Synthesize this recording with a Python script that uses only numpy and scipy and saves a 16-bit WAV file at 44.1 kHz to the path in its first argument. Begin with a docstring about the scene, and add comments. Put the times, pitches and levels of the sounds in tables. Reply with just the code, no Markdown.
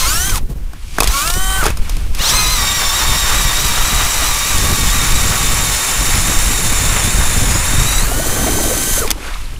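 """On a windy frozen lake, a cordless drill drives an ice auger: two short bursts, a long bore, the break-through.
Motor and gears whine on orders of the rotor speed; blades shave ice as filtered grains and noise.
Ringing bubbles make the water gurgle in the hole, drops fizz off the flights, and knocks ring the auger.
Bits of ice patter while the drill rests; lumpy low noise is the wind on the microphone throughout."""
import sys
import numpy as np
from scipy import signal
from scipy.fft import rfft, irfft
from scipy.io import wavfile
from scipy.ndimage import uniform_filter1d

SR = 44100
rng = np.random.default_rng(int(sys.argv[2]) if len(sys.argv) > 2 else 0)


def master(y):
    """Save y as 16-bit WAV."""
    cut = np.clip(np.atleast_2d(y).T, -1, 1)
    pcm = np.round(cut * 32767)  # scale
    wavfile.write(sys.argv[1], SR, pcm.astype(np.int16))


N = 422919
TIME_S = np.arange(N) / SR

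# All levels in the tables are relative: the sources add their own trims and chance.
# Trigger held: start_s, end_s, drag of snow or water when not cutting (0-1)
TRIGGER_RUNS = [(0, .385, 0.33), (1.09, 1.645, 0.04), (2.19, 9.07, .28)]
# Mean rotor speed through the three runs: time_s, speed_hz
ROTOR_SPEED = [(0, 271), (.05, 262.5), (.2, 364), (.28, 399), (.32, 381), (.383, 217.3), (1.09, 240.4),
               (1.15, 279.8), (1.2, 287), (1.276, 340), (1.38, 375), (1.42, 381), (1.605, 385.3),
               (1.644, 288), (2.19, 100.9), (2.23, 138), (2.255, 167.5), (2.28, 181.2), (2.32, 241),
               (2.374, 258), (2.67, 233.4), (3.0, 227.5), (3.9, 240.1), (4.45, 235.6), (4.75, 229.5),
               (5.2, 231.2), (6.2, 225), (6.6, 230.7), (7.0, 225.2), (7.3, 226.8), (7.55, 217.8),
               (7.75, 229.5), (7.9, 238), (8.025, 260.4), (8.04, 284.6), (8.06, 329), (8.09, 348),
               (8.16, 367.7), (8.3, 385), (8.95, 391), (9.015, 382), (9.07, 203)]
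# Motor loudness: time_s, low_orders_db, tooth_whine_db
MOTOR_LEVELS = [(0, -28, -24), (.06, -19, -18.5), (.17, -22.5, -14), (.31, -29.5, -16.5), (.385, -36, -49),
                (1.09, -47, -29), (1.15, -16, -29), (1.23, -21, -21), (1.33, -30.5, -22), (1.42, -32, -22),
                (1.6, -28.5, -44), (1.645, -31, -50), (2.19, -37, -27), (2.25, -45, -21),
                (2.35, -21, -15.5), (2.6, -27.5, -20.5), (4.8, -29.5, -27), (7.2, -39.5, -29.5),
                (7.55, -45, -35), (7.8, -42, -25.5), (8.03, -39, -20), (8.05, -29, -37), (8.3, -33.5, -20),
                (8.99, -33.5, -18), (9.03, -29, -42), (9.07, -36, -42)]
# Motor and first gear stage: order (cycles per rotor turn), free_db, loaded_db
MOTOR_ORDERS = [(1, -10.5, -32), (1.992, 2.5, -37), (3.004, 5, -50), (3.96, 2.5, -10.5), (5.004, -1, -16.5),
                (4.94, -22, -2), (8.11, 4, -26), (8.22, -34, -3.5), (9.88, -35, -3.5), (10.04, -4, -45),
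                (11.97, -54, -10.5), (20, 3, -72), (22.8, 5, -70)]
# Gear teeth: order (cycles per rotor turn), whine_db, sideband_hiss_db
TOOTH_ORDERS = [(16, 0, -8), (19.7, -14, -20), (24, -4, -8), (32, -4, 0), (40, -13, -4), (48, -14, -3)]
# Casing resonance that lifts each tooth order passing it: centre_hz, half_width_hz, lift_db
CASING_RESONANCE = (3700, 600, 7)
# Progress of the hole: time_s, share bored (0-1)
HOLE_DEPTH = [(2.5, 0), (7, 1)]
# Ice and air: time_s, scrape_db, hiss_db
BORING_LEVELS = [(0, -24, -14.5), (.13, -24.5, -16.5), (.38, -25.5, -21.5), (.42, -50.5, -61),
                 (.91, -43.5, -37.5), (1.01, -22.5, -27), (1.18, -22.5, -14.5), (1.35, -28.5, -23),
                 (1.67, -18, -20.5), (1.75, -37.5, -40.5), (1.92, -31.5, -32), (2.11, -41, -41.5),
                 (2.22, -18.5, -17), (2.3, -15.5, -12.5), (2.37, -18.5, -16), (4.3, -19, -15.5),
                 (6, -22, -15.5), (7.3, -22.5, -17), (8.0, -22, -17.5), (8.06, -24.5, -20),
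                 (8.5, -22.5, -18), (8.86, -26, -17.5), (8.99, -20, -16), (9.03, -30, -21.5),
                 (9.1, -23.5, -29), (9.154, -33, -37.5), (9.254, -27.5, -31), (9.59, -38.5, -40.5)]
# Blades break off a lump: time_s, scrape_swell_db
BLADE_CATCHES = [(2.821, 8), (3.04, 4), (3.3, 2), (4.0, 5.5), (4.23, 3.5), (5.09, 4.5), (6.15, 1),
                 (6.97, 6.5), (7.22, 5.5)]
# Spectrum of the dull crunch: frequency_hz, level_db
SCRAPE_SPECTRUM = [(150, -11.5), (250, -9), (420, -7), (661, -3.5), (1130, 2.5), (1710, -0.5), (1910, -1),
                   (3500, -9), (4550, -24), (7700, -120)]
# Hiss while cutting at the top of the hole: frequency_hz, level_db
SHALLOW_HISS_SPECTRUM = [(1350, -43), (2300, -6.5), (3420, -3), (3710, -1), (4470, -4.5), (5710, -1),
                         (8710, -7.5), (15000, -11.5), (16000, -7)]
# Hiss while cutting deep in the hole: frequency_hz, level_db
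DEEP_HISS_SPECTRUM = [(1350, -3), (2300, 0.5), (3130, -3.5), (3400, -14.5), (3680, -1), (5180, -7),
                      (6190, -0.5), (7220, 3), (8920, -4.5), (10700, -2), (11600, -9.5), (15100, -9.5),
                      (16000, -15.5)]
# Hiss while turning free: frequency_hz, level_db
FREE_HISS_SPECTRUM = [(1350, -42), (2300, -7), (2750, -18), (3030, -3), (3400, -6), (3900, -2),
                      (5350, -4.5), (6040, -3), (7050, 1.5), (9600, -0.5), (10800, 0), (12200, -5.5),
                      (15000, -3), (16000, -20)]
# Hiss of sliding and falling chips, trigger released: frequency_hz, level_db
STOPPED_HISS_SPECTRUM = [(1060, -43), (1800, -29), (2200, -4), (2640, -5), (10900, -12.5), (16000, -27)]
# Gurgle in the hole: time_s, level_db
WATER_LEVEL = [(8.0, -27), (8.412, -18), (8.462, -15), (8.734, -19), (8.962, -28.5), (8.98, -21.5),
               (9.3, -32)]
# Single glugs and drips: start_s, level_db, starting_pitch_hz
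SINGLE_BUBBLES = [(8.115, -15, 650), (8.195, -11, 575), (8.48, -12, 640), (8.565, -13, 369),
                  (8.636, -16, 605), (8.71, -9.5, 452), (8.769, -14.5, 279), (8.975, -15, 512),
                  (9.015, -12, 414), (9.046, -15.5, 388), (9.228, -18, 2260), (9.281, -22, 1360),
                  (9.338, -21, 2020), (9.342, -17, 3500), (9.356, -20, 1100), (9.458, -22, 3700),
                  (9.562, -26, 2600)]
# Water flung off the flights: time_s, level_db
SPRAY_LEVEL = [(8.45, -42), (8.75, -29), (8.98, -20), (9.04, -43)]
# Band of the spray: low_hz, high_hz
SPRAY_BAND = [7400, 12100]
# Knocks of auger and chuck, falling ice: start_s, crack_db, dull_part_db, decay_t60_s
KNOCK_EVENTS = [(0.2947, -14.5, -35, 0.027), (0.3567, -13, -32, 0.021), (0.3784, -22, -27, 0.022),
                (0.7324, -32.5, -32.5, 0.025), (0.984, -11.5, -6.5, 0.016), (1.0034, -1.5, -6.5, 0.023),
                (1.0216, -17, -14, 0.021), (1.0319, -6, -12.5, 0.016), (1.0416, -11, -17, 0.021),
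                (1.0732, -9.5, -27, 0.033), (1.274, -13, -30, 0.032), (1.299, -13.5, -30, 0.046),
                (1.337, -16.5, -35, 0.035), (1.6279, -29, -11.5, 0.036), (1.638, -15, -18, 0.032),
                (1.655, -14, -16, 0.04), (1.6632, -10.5, -14, 0.034), (1.681, -21, -19, 0.027),
                (1.7024, -20, -23, 0.023), (1.771, -24, -30, 0.029), (1.8944, -20, -32, 0.031),
                (1.9672, -22, -28, 0.016), (2.1476, -21, -34, 0.035), (9.076, -15, -33, 0.017),
                (9.1048, 1.5, -37, 0.0094), (9.1127, -3, -31, 0.014)]
# Ringing modes of the auger: pitch_hz, level_db, decay_t60_s
AUGER_MODES = [(477.4, 1, 0.033), (780, 6.5, 0.011), (1310, 23, 0.0043), (2600, 12, 0.018),
               (3700, 9, 0.0066), (5240, 8, 0.012), (6640, 6, 0.0069), (8500, -2, 0.0058),
               (10440, 4.5, 0.0057)]
# Wind on the microphone: time_s, rumble_db, flutter_db
WIND_LEVELS = [(0.0, -13, -24.5), (0.32, -13.5, -20.5), (0.87, -25, -40), (1.03, -20, -25),
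               (1.09, -7.5, -21), (1.19, -27, -32), (1.33, -16.5, -29), (2.07, -12, -27), (2.2, -18, -26.5),
               (3.37, -17, -24), (4.51, -18, -26.5), (4.65, -17, -15), (4.92, -12.5, -19),
               (5.74, -16.5, -21.5), (5.85, -30, -35), (6.03, -17.5, -21), (7.76, -13.5, -19),
               (8.74, -16.5, -24.5), (8.8, -28, -29), (8.93, -17, -28), (9.35, -25.5, -41.5),
               (9.54, -19, -32)]
# Stereo difference: frequency_hz, side_minus_mid_db
SIDE_SPECTRUM = [(60, -47), (500, -33.5), (2000, -56.5), (15000, -36.5)]

# Load shows as sag below the free speed, except while braking
FREE_HZ, FULL_LOAD_SAG_HZ, BRAKE_S = 385, 165.8, 0.063
# Rotor turns per auger turn; a moment when the blades cut easiest
GEAR_RATIO, EASY_TURN_S = 51.5, 5.17
# Swing at full load once per auger turn, share of its second harmonic, chance part
WOBBLE_HZ, WOBBLE_PEAKY, WOBBLE_CHANCE_HZ = 4.2, .4, 2.5
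BRAKE_GROWL_DB, BRAKE_REST_DB = 7, -9  # braking lifts the fourth order and mutes the other low orders
RAGGED_PER_HZ_S = .00002  # extra flutter of the teeth per Hz/s of acceleration
# Tooth hiss when free, its rise at full load, and its further rise with depth
TOOTH_HISS_DB, TOOTH_HISS_LOAD_DB, TOOTH_HISS_DEPTH_DB = -47, 12, 7.5
CATCH_S = 0.031  # a swell falls to 1/e of its dB this far from its middle
PATTER_PER_S, PATTER_DB, PATTER_T60_S = 14, -41, .025  # level is before the tone curve
CUTOFF_HZ = 16150  # stopband edge


def from_db(db):
    """Decibels to gain."""
    return 10 ** (np.asarray(db) / 20)


def rms_one(x):
    """Scale to unit rms."""
    return x / np.sqrt(np.mean(x ** 2) + 1e-20)


def in_time(rows):
    """Columns of a table, interpolated sample by sample."""
    times_s, *columns = np.transpose(rows)
    return [np.interp(TIME_S, times_s, column) for column in columns]


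def coloured(x, points):
    """Give a signal the level curve (frequency_hz, level_db), straight over log frequency."""
    bins_hz = np.maximum(np.arange(N // 2 + 1) * SR / N, 1)
    curve_hz, curve_db = np.transpose(points)
    gain = from_db(np.interp(np.log(bins_hz), np.log(curve_hz), curve_db))
    return irfft(rfft(x) * gain, N)


def drift(rate_hz):
    """Slow chance: noise through a double one-pole low-pass, spread 1."""
    r = np.exp(-2 * np.pi * rate_hz / SR)
    noise = rng.standard_normal(N + SR)  # the first second lets the filter settle
    return rms_one(signal.lfilter([1], [1, -2 * r, r * r], noise)[SR:])


def ring(clicks, hz, t60):
    """A unit click sets a decaying sine of starting height 1 ringing."""
    r, w = from_db(-60 / (t60 * SR)), 2 * np.pi * hz / SR
    return signal.lfilter([0, np.sin(w)], [1, -2 * r * np.cos(w), r * r], clicks + 1e-18)


def grains(per_s, spread_db):
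    """Random clicks of uneven size and sign."""
    sizes = from_db(spread_db * np.minimum(rng.exponential(1, N), 5))
    signs = rng.choice([-1, 1], N)
    return sizes * signs * (rng.random(N) < per_s / SR)


def motor(load, low_db, whine_db):
    """Orders of the rotor; load shakes the speed, backlash makes the tooth whine flutter and stutter."""
    rotor_hz = rotor(load) * (1 + .005 * load * drift(20))
    depth = in_time(HOLE_DEPTH)[0]
    acceleration = np.gradient(in_time(ROTOR_SPEED)[0]) * SR
    ragged = .011 + RAGGED_PER_HZ_S * np.clip(acceleration, 0, 1000)
    turn = 2 * np.pi * np.cumsum(rotor_hz) / SR
    mesh = 2 * np.pi * np.cumsum(rotor_hz * (1 + ragged * drift(60))) / SR
    brake = braking()
    out = np.zeros(N)

    for order, free_db, loaded_db in MOTOR_ORDERS:
        waver_db = (.8 + 2.2 * load) * drift(15) + 2.0 * load * drift(70)
        waver_db += brake * (BRAKE_GROWL_DB if round(order) == 4 else BRAKE_REST_DB)
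        level_db = low_db + free_db + load * (loaded_db - free_db) + waver_db
        out += np.sqrt(2) * from_db(level_db) * np.sin(order * turn)

    hiss_db = TOOTH_HISS_DB + TOOTH_HISS_LOAD_DB * load + TOOTH_HISS_DEPTH_DB * load * depth
    centre_hz, half_width_hz, casing_db = CASING_RESONANCE
    for order, line_db, hump_db in TOOTH_ORDERS:
        # uneven teeth spread sidebands around each line
        hump = drift(170) * np.sin(order * mesh) + drift(160) * np.cos(order * mesh)
        resonance = 1 / (1 + ((order * rotor_hz - centre_hz) / half_width_hz) ** 2)
        lift_db = casing_db * (resonance - (order == 16))  # the 16th starts lower by the full lift
        stutter = 1 + .65 * np.tanh(drift(45))
        # overtones of the mesh need teeth pressed hard together and blur with depth
        slack_db = (order - 16) * (1.4 * (load - .9) - .15 * depth)
        line = from_db(line_db + lift_db + slack_db) * stutter * np.sin(order * mesh)
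        out += from_db(whine_db) * line
        out += from_db(hump_db + hiss_db + 3.4 * drift(51)) * hump
    return out


def rotor(load):
    """Rotor speed in Hz: under load it surges once per turn of the auger."""
    mean_hz = in_time(ROTOR_SPEED)[0]
    turns = np.cumsum(mean_hz) / SR
    auger = 2 * np.pi * (turns - turns[round(EASY_TURN_S * SR)]) / GEAR_RATIO
    surge_hz = WOBBLE_HZ * (np.cos(auger) + WOBBLE_PEAKY * np.cos(2 * auger))
    surge_hz += WOBBLE_CHANCE_HZ * drift(6)
    return mean_hz + load ** 2 * surge_hz


def strain():
    """Load 0-1 from the sag of the speed; the drag of each run is its floor."""
    sag = np.clip((FREE_HZ - in_time(ROTOR_SPEED)[0]) / FULL_LOAD_SAG_HZ, 0, 1)
    sag = sag * (1 - braking())
    return sum(((TIME_S >= start) & (TIME_S <= end)) * (drag * (1 - sag) + sag)
               for start, end, drag in TRIGGER_RUNS)


def braking():
    """Rises to 1 in the last moments of each run, while the motor brakes, and holds briefly past its end."""
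    out = np.zeros(N)
    for start, end, _ in TRIGGER_RUNS:
        onset = np.clip(4 * (1.25 - (end - TIME_S) / BRAKE_S), 0, 1)
        out += onset * (TIME_S > start) * (TIME_S <= end + BRAKE_S)
    return out


def trigger():
    """1 while the trigger is held, with softened edges."""
    held = sum((TIME_S >= start) & (TIME_S <= end) for start, end, _ in TRIGGER_RUNS)
    return uniform_filter1d(held * 1., size=400)


def boring(load, running):
    """Blades and flights shave and toss ice: dull crunch in clumps, bright hiss of fine chips and fan air."""
    scrape_db, hiss_db = in_time(BORING_LEVELS)
    for s, swell_db in BLADE_CATCHES:
        scrape_db = scrape_db + swell_db * np.exp(-((TIME_S - s) / CATCH_S) ** 2)
    depth = in_time(HOLE_DEPTH)[0]
    bite = drift(4.1)  # the blades catch unevenly; both layers feel it

    clumps = grains(2500 * from_db(3.0 * drift(30)), spread_db=1.5)
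    crunch = rms_one(clumps) + 1.06 * rng.standard_normal(N)
    scrape = rms_one(coloured(crunch, SCRAPE_SPECTRUM))

    chips = rms_one(grains(9000, spread_db=3.5)) + 1.34 * rng.standard_normal(N)
    chips = chips * from_db(0.082 * bite + 0.86 * drift(69))
    shallow = rms_one(coloured(chips, SHALLOW_HISS_SPECTRUM))
    deep = rms_one(coloured(chips, DEEP_HISS_SPECTRUM))
    free = rms_one(coloured(chips, FREE_HISS_SPECTRUM))
    stopped = rms_one(coloured(chips, STOPPED_HISS_SPECTRUM))
    cutting = (1 - depth) * shallow + depth * deep
    hiss = running * (load * cutting + (1 - load) * free) + (1 - running) * stopped
    return from_db(scrape_db - 4.0 + 1.45 * bite) * scrape + from_db(hiss_db - 1.5) * hiss


def knocks():
    """Each knock is a crack of chattering contacts that also rings the auger with strengths of its own."""
    out, t = np.zeros(N + 6000), np.arange(6000) / SR
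    draws = rng.standard_normal((len(KNOCK_EVENTS), len(AUGER_MODES)))
    crack_band = signal.butter(1, [1800, 9000], "band", fs=SR, output="sos")
    for (s, crack_db, dull_db, t60), draw in zip(KNOCK_EVENTS, draws):
        chatter = rng.standard_normal(len(t)) * from_db(-60 * t / t60) * np.tanh(t / 0.001)
        hit = from_db(crack_db + 8.5) * signal.sosfilt(crack_band, chatter)
        for (hz, mode_db, ring_s), chance in zip(AUGER_MODES, draw):
            drive_db = dull_db - 24.0 if hz < 1900 else crack_db - 33.5
            hit += from_db(drive_db + mode_db + 2 * chance) * ring(chatter, hz, ring_s)
        at = round(s * SR)
        out[at:at + len(t)] += hit
    return out[:N]


def water():
    """Large bubbles burst in the slush and ring a few cycles each."""
    born, dealt = grains(260, spread_db=1.0), rng.integers(0, 14, N)
    pitches_hz = np.geomspace(230, 900, num=14)
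    rings = sum(ring(born * (dealt == k), hz, 17.0 / hz) for k, hz in enumerate(pitches_hz))
    welling = (TIME_S > WATER_LEVEL[0][0]) & (TIME_S < WATER_LEVEL[-1][0])
    gate = uniform_filter1d(welling * 1., size=3000)
    return from_db(in_time(WATER_LEVEL)[0] - 5.0) * rms_one(rings) * gate


def bubbles():
    """Each bubble fades by the cycle, its pitch rising as it nears the surface."""
    out, t = np.zeros(N + 6000), np.arange(6000) / SR
    for s, level_db, hz in SINGLE_BUBBLES:
        cycles = hz * t
        envelope = from_db(level_db - 1.46 * cycles) * np.tanh(cycles)
        at = round(s * SR)
        out[at:at + len(t)] += envelope * np.sin(2 * np.pi * cycles * (1 + 0.01178 * cycles))
    return out[:N]


def spray():
    """Fine drops, dense clicks in a high band, fizz as the auger comes out of the water."""
    band = signal.butter(2, SPRAY_BAND, "band", fs=SR, output="sos")
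    fizz = signal.sosfilt(band, grains(8000, spread_db=5.0))
    level_db = in_time([(0, -120), *SPRAY_LEVEL, (SPRAY_LEVEL[-1][0] + .1, -120)])[0]
    return from_db(level_db) * rms_one(fizz)


def patter():
    """Each dropping bit of ice is a short broad tick of dying noise."""
    hits = np.abs(grains(PATTER_PER_S, spread_db=3.0)) + 1e-18
    dying = signal.lfilter([1], [1, -from_db(-60 / (PATTER_T60_S * SR))], hits)
    ticks = dying * rng.standard_normal(N)
    return from_db(PATTER_DB) * coloured(ticks, [(300, -30), (1000, 2), (4000, -12), (12000, -18)])


def wind():
    """Eddies push the diaphragm: lumpy rumble, with faster flutter riding on the same lumps."""
    rumble_db, flutter_db = in_time(WIND_LEVELS)
    lumps = drift(7.4)
    push = coloured(rng.standard_normal(N), [(5, -6), (12, 0.5), (24, -3.5), (45, -4.5), (75, -16),
                                             (140, -49.5), (400, -60.0)])
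    flutter = coloured(rng.standard_normal(N), [(40, -10), (90, 1.0), (160, -6.5), (260, -14.0),
                                                (500, -21.5), (1500, -41)])
    rumble_gain = from_db(rumble_db + 2.1 * lumps)
    flutter_gain = from_db(flutter_db - 2.5 + 1.4 * lumps + 3.0 * drift(23))
    return rumble_gain * rms_one(push) + flutter_gain * rms_one(flutter)


def scene():
    """All sources near the middle; a faint blurred share differs between the two channels."""
    load, running = strain(), trigger()
    mid = running * motor(load, *in_time(MOTOR_LEVELS)) + boring(load, running) + knocks()
    mid += water() + bubbles() + spray()
    mid += (1 - running) * patter() + wind()
    blur = rng.standard_normal(600) * np.exp(-np.arange(600) / 120)
    blurred = signal.fftconvolve(mid, blur / np.linalg.norm(blur))[:N]
    side = coloured(blurred, SIDE_SPECTRUM)
    return np.array([mid + side, mid - side])


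def record(dry):
    """Peaks are rounded towards a ceiling of 1.2, then the top of the spectrum is cut steeply."""
    rounded = 1.2 * np.tanh(dry / 1.2)
    return signal.sosfilt(signal.cheby2(20, 80, CUTOFF_HZ, fs=SR, output="sos"), rounded)


dry = scene()
out = record(dry)
master(out)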